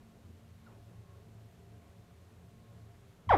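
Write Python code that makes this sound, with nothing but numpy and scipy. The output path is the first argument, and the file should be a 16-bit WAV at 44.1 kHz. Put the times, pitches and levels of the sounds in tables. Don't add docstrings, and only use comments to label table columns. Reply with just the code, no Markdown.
import sys
import numpy as np
from scipy import signal
from scipy.fft import rfft, irfft
from scipy.io import wavfile
from scipy.ndimage import uniform_filter1d

SR = 44100
rng = np.random.default_rng(int(sys.argv[2]) if len(sys.argv) > 2 else 0)


def materialize(psi):
    bounded = np.clip(np.atleast_2d(psi).T, -1, 1)
    quanta = np.round(bounded * 32767).astype(np.int16)
    wavfile.write(sys.argv[1], SR, quanta)


def volts(x):
    e = np.asarray(x, float) / 20
    return 10 ** e


N = 148617


def colour(hz, table):
    f, db = np.array(table, float).T
    return volts(np.interp(np.log(np.maximum(hz, 1)), np.log(f), db))


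def noise(shape):
    x = irfft(rfft(rng.standard_normal(N)) * shape(np.fft.rfftfreq(N, 1 / SR)), N)
    return x / x.std()


def walk(rate):
    hold = int(SR / rate)
    steps = np.repeat(rng.standard_normal(N // hold + 1), hold)
    return 1.42 * uniform_filter1d(uniform_filter1d(steps, hold), hold)[:N]


# f/Hz, relative level per Hz/dB
AIR_SPECTRUM = [(15, -3.5), (30, -3.5), (55, -1), (140, -1), (250, -9.5), (450, -11), (800, -16.5),
                (1500, -21), (3000, -25.5), (4400, -28), (4650, -30.5), (7000, -31), (9500, -34),
                (12000, -35), (14000, -35.5), (15400, -43)]
AIR_DB, SWELL_DB, FLICKER_DB = -61.5, -0.57, 2.5


def room_air():
    swell = walk(1.5)
    white = rfft(noise(lambda f: colour(f, AIR_SPECTRUM)))
    octave = np.log2(np.maximum(np.fft.rfftfreq(N, 1 / SR), 1) / 16)
    air = 0
    for k in range(11):
        depth = 1 / (1 + (k / 6) ** 4)
        band = irfft(white * np.clip(1 - abs(octave - k), 0, 1), N)
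        air = air + band * volts(depth * (SWELL_DB * swell + FLICKER_DB * walk(22.97)))
    return volts(AIR_DB) * air


# f/Hz, width at half amplitude/Hz, level before the swell/dB
HUM_TONES = [(85, 7.6, -62.5), (109.5, 8.7, -60.5), (175.6, 12.6, -67), (296.4, 17, -78),
             (393.5, 14, -76.5), (434.6, 12, -77.5), (565.3, 10, -81.5), (694.5, 47, -76.5),
             (1080, 16, -84.5)]
# t/s, gain/dB
HUM_SWELL_CURVE = [(0, -1), (.5, -1), (.9, 0), (1.4, 0.5), (1.85, 2.5), (2.3, -3.5), (2.7, 4), (3.37, -5.5)]
WAVER_DB = 1.5


def ventilation(t):
    hum = 0
    for hz, width, db in HUM_TONES:
        tone = noise(lambda f: 1 / (1 + (2 * (f - hz) / width) ** 2))
        hum = hum + volts(db + WAVER_DB * walk(6.03)) * tone
    return hum * volts(np.interp(t, *np.array(HUM_SWELL_CURVE).T))


# t/s, level/dB
MOTOR_FADE = [(0, -71.5), (.2, -65.5), (.7, -65.5), (.85, -73), (1.05, -82), (1.3, -69), (1.8, -71),
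              (2.1, -76), (2.4, -71), (2.8, -73), (3.1, -74), (3.37, -83)]
MOTOR_HZ, MOTOR_DRIFT, MOTOR_WAVER_DB = 222.3, 0.0067, 2.2


def motor(t):
    s, db = np.array(MOTOR_FADE).T
    level = volts(np.interp(t, s, db) + MOTOR_WAVER_DB * walk(19))
    pitch = MOTOR_HZ * (1 + MOTOR_DRIFT * walk(5.16))
    return np.sqrt(2) * level * np.sin(2 * np.pi * np.cumsum(pitch) / SR)


# t/s, length/s, start f/Hz, end f/Hz, peak level before the flutter/dB
FAR_PEEPS = [(.664, .036, 1540, 1060, -62.5), (.69, .06, 960, 700, -69), (1.07, .125, 1060, 1100, -70.5),
             (1.14, .065, 1310, 1410, -76)]
FAR_ROUGH, FAR_WOBBLE = 0.5, 0.025


def sibling(t):
    flutter = 1 + FAR_ROUGH * walk(120)
    wobble = 1 + FAR_WOBBLE * walk(60)
    out = 0
    for s, length, hz0, hz1, db in FAR_PEEPS:
        u = np.clip((t - s) / length, 0, 1)
        pitch = wobble * hz0 * (hz1 / hz0) ** u
        envelope = np.sin(np.pi * u ** 0.57)
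        out = out + volts(db) * envelope * np.sin(2 * np.pi * np.cumsum(pitch) / SR)
    return out * flutter


# upward shift f/Hz, gain/dB
SHIFTS = [(3780, -40), (7600, -55), (11300, -52.5)]
MID_FROM_HZ, MID_TO_HZ = 650, 2300
SQUEEZE = 0.4


def shifted_mid_range(x, t):
    bright = signal.lfilter(*signal.butter(2, MID_TO_HZ, "high", fs=SR), x)
    band = signal.butter(4, [MID_FROM_HZ, MID_TO_HZ], "band", fs=SR, output="sos")
    mid = signal.hilbert(signal.sosfilt(band, bright))
    mid = mid / (uniform_filter1d(abs(mid), size=200) + 1e-3) ** SQUEEZE
    return sum(volts(db) * (mid * np.exp(2j * np.pi * shift_hz * t)).real for shift_hz, db in SHIFTS)


ECHO_DB, ECHO_T60_S, ECHO_GAP_S = -7.5, 0.2, 0.003


def echo(x):
    u = np.arange(SR // 2) / SR
    tail = rng.standard_normal(len(u)) * 1000. ** (-u / ECHO_T60_S) * (u > ECHO_GAP_S)
    tail = tail / np.sqrt(np.sum(tail ** 2))
    return volts(ECHO_DB) * signal.fftconvolve(x, tail)[:N]


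# peak t/s, rise/s, fall/s, centre f/Hz, peak level/dB
RUSTLE_SWELLS = [(.71, .04, .09, 700, -67)]


def rustle(t):
    out = 0
    for s, rise, fall, hz, db in RUSTLE_SWELLS:
        envelope = np.exp(-((t - s) / np.where(t < s, rise, fall)) ** 2)
        out = out + volts(db) * envelope * noise(lambda f: np.exp(-np.log2(np.maximum(f, 1) / hz) ** 2))
    return out


# f/Hz, gain/dB, t60/s
TABLE_MODES = [(89, 5, 0.1), (47.4, 5.5, 0.13), (153, -10.5, 0.15)]
# t/s, strength/dB
EGG_SHOVES = [(3.271, -40.5), (3.281, -35.5), (3.304, -31), (3.325, -40), (3.336, -28.5)]
SHOVE_S = 0.0024
TABLE_LOW_HZ = 38


def table(t):
    out = 0
    for s, db in EGG_SHOVES:
        u = np.maximum(t - s, 0)
        ringing = sum(volts(g) * np.sin(2 * np.pi * hz * u) * 1000. ** (-u / t60)
                      for hz, g, t60 in TABLE_MODES)
        out = out + volts(db) * (1 - np.exp(-u / SHOVE_S)) * ringing
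    return signal.sosfilt(signal.butter(2, TABLE_LOW_HZ, "high", fs=SR, output="sos"), out)


# t/s, f/Hz, effort/dB, then extra gain/dB of the second, third and higher harmonics
YELP_COURSE = [(3.291,1070,-27,-3,12,8),(3.296,1028,-20,-16,6,5),(3.299,958,-20.5,-8,-1.5,-3),(3.302,909.5,-21.5,-2,-6,-10.5),(3.311,744.8,-13.5,-3.5,-10,-7),(3.317,679.8,-18.5,-3.5,-5,-8),(3.322,606.8,-17.5,-4.5,3,-0.5),(3.331,496.3,-19.5,-1,-6,2.5),(3.342,401.8,-21,4,6.5,4.5),(3.35,353.4,-19,-0.5,-2.5,-3.5),(3.357,303.3,-24.5,-11,8,3),(3.364,292.4,-31.5,-6.5,5.5,5.5),(3.37,271,-27.5,-15,-3,0)]
# multiple of the pitch, strength/dB
GLOTTIS = [(1, -1.5), (2, 1), (3, -11), (4, -7.5), (5, -10), (6, -13.5), (7, -14.5), (8, -24.5), (9, -15.5),
           (10, -27), (11, -28), (12, -36.5)]
# f/Hz, gain/dB
THROAT_COLOUR = [(200, 10.5), (350, -12.5), (550, -4.5), (800, -3), (1050, -4.5), (1300, -7), (1650, -16.5),
                 (2000, -10.5), (2400, -18.5), (2800, -33), (3300, -15.5), (4200, -41.5)]
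# f/Hz, relative level/dB
RASP_COLOUR = [(250, -5), (600, -10), (1200, -8), (2200, 1), (2900, -7.5), (3900, -8), (4200, -29),
               (4600, -41), (7000, -34.5), (8000, -53)]
RASP_DB = -23
ATTACK_S = 0.002
JITTER = 0.0037
RING_HZ, RING_WIDTH_HZ = 770, 250


def yelp(t):
    s, hz, db, second_db, third_db, upper_db = np.array(YELP_COURSE).T
    pitch = np.exp(np.interp(t, s, np.log(hz))) * (1 + JITTER * walk(300))
    phase = 2 * np.pi * np.cumsum(pitch * (t > s[0])) / SR
    effort = volts(np.interp(t, s, db)) * np.clip((t - s[0]) / ATTACK_S, 0, 1)
    voice = 0
    for k, strength_db in GLOTTIS:
        extra_db = np.interp(t, s, (k == 2) * second_db + (k == 3) * third_db + (k > 3) * upper_db)
        f = k * pitch
        lag = np.arctan2(f * RING_WIDTH_HZ, RING_HZ ** 2 - f ** 2)
        voice = voice + volts(strength_db + extra_db) * colour(f, THROAT_COLOUR) * np.cos(k * phase - lag)
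    puffs = (1 + np.cos(phase)) ** 2 * rng.standard_normal(N)
    rasp = irfft(rfft(puffs) * colour(np.fft.rfftfreq(N, 1 / SR), RASP_COLOUR), N)
    rasp = volts(RASP_DB) * rasp / rasp.std()
    return effort * (np.sqrt(2) * voice + rasp)


def scene():
    t = np.arange(N) / SR
    background = room_air() + ventilation(t) + motor(t)
    calls = sibling(t) + yelp(t)
    calls = calls + echo(calls)
    repeats = shifted_mid_range(calls, t)
    return (background + calls + repeats + rustle(t) + table(t))[None]


def band_limit(x):
    return signal.sosfilt(signal.butter(12, 15440, fs=SR, output="sos"), x)


MIC_LOW_HZ = 35


def record(dry):
    mic = signal.sosfilt(signal.butter(2, MIC_LOW_HZ, "high", fs=SR, output="sos"), dry)
    return band_limit(mic)


dry = scene()
out = record(dry)
materialize(out)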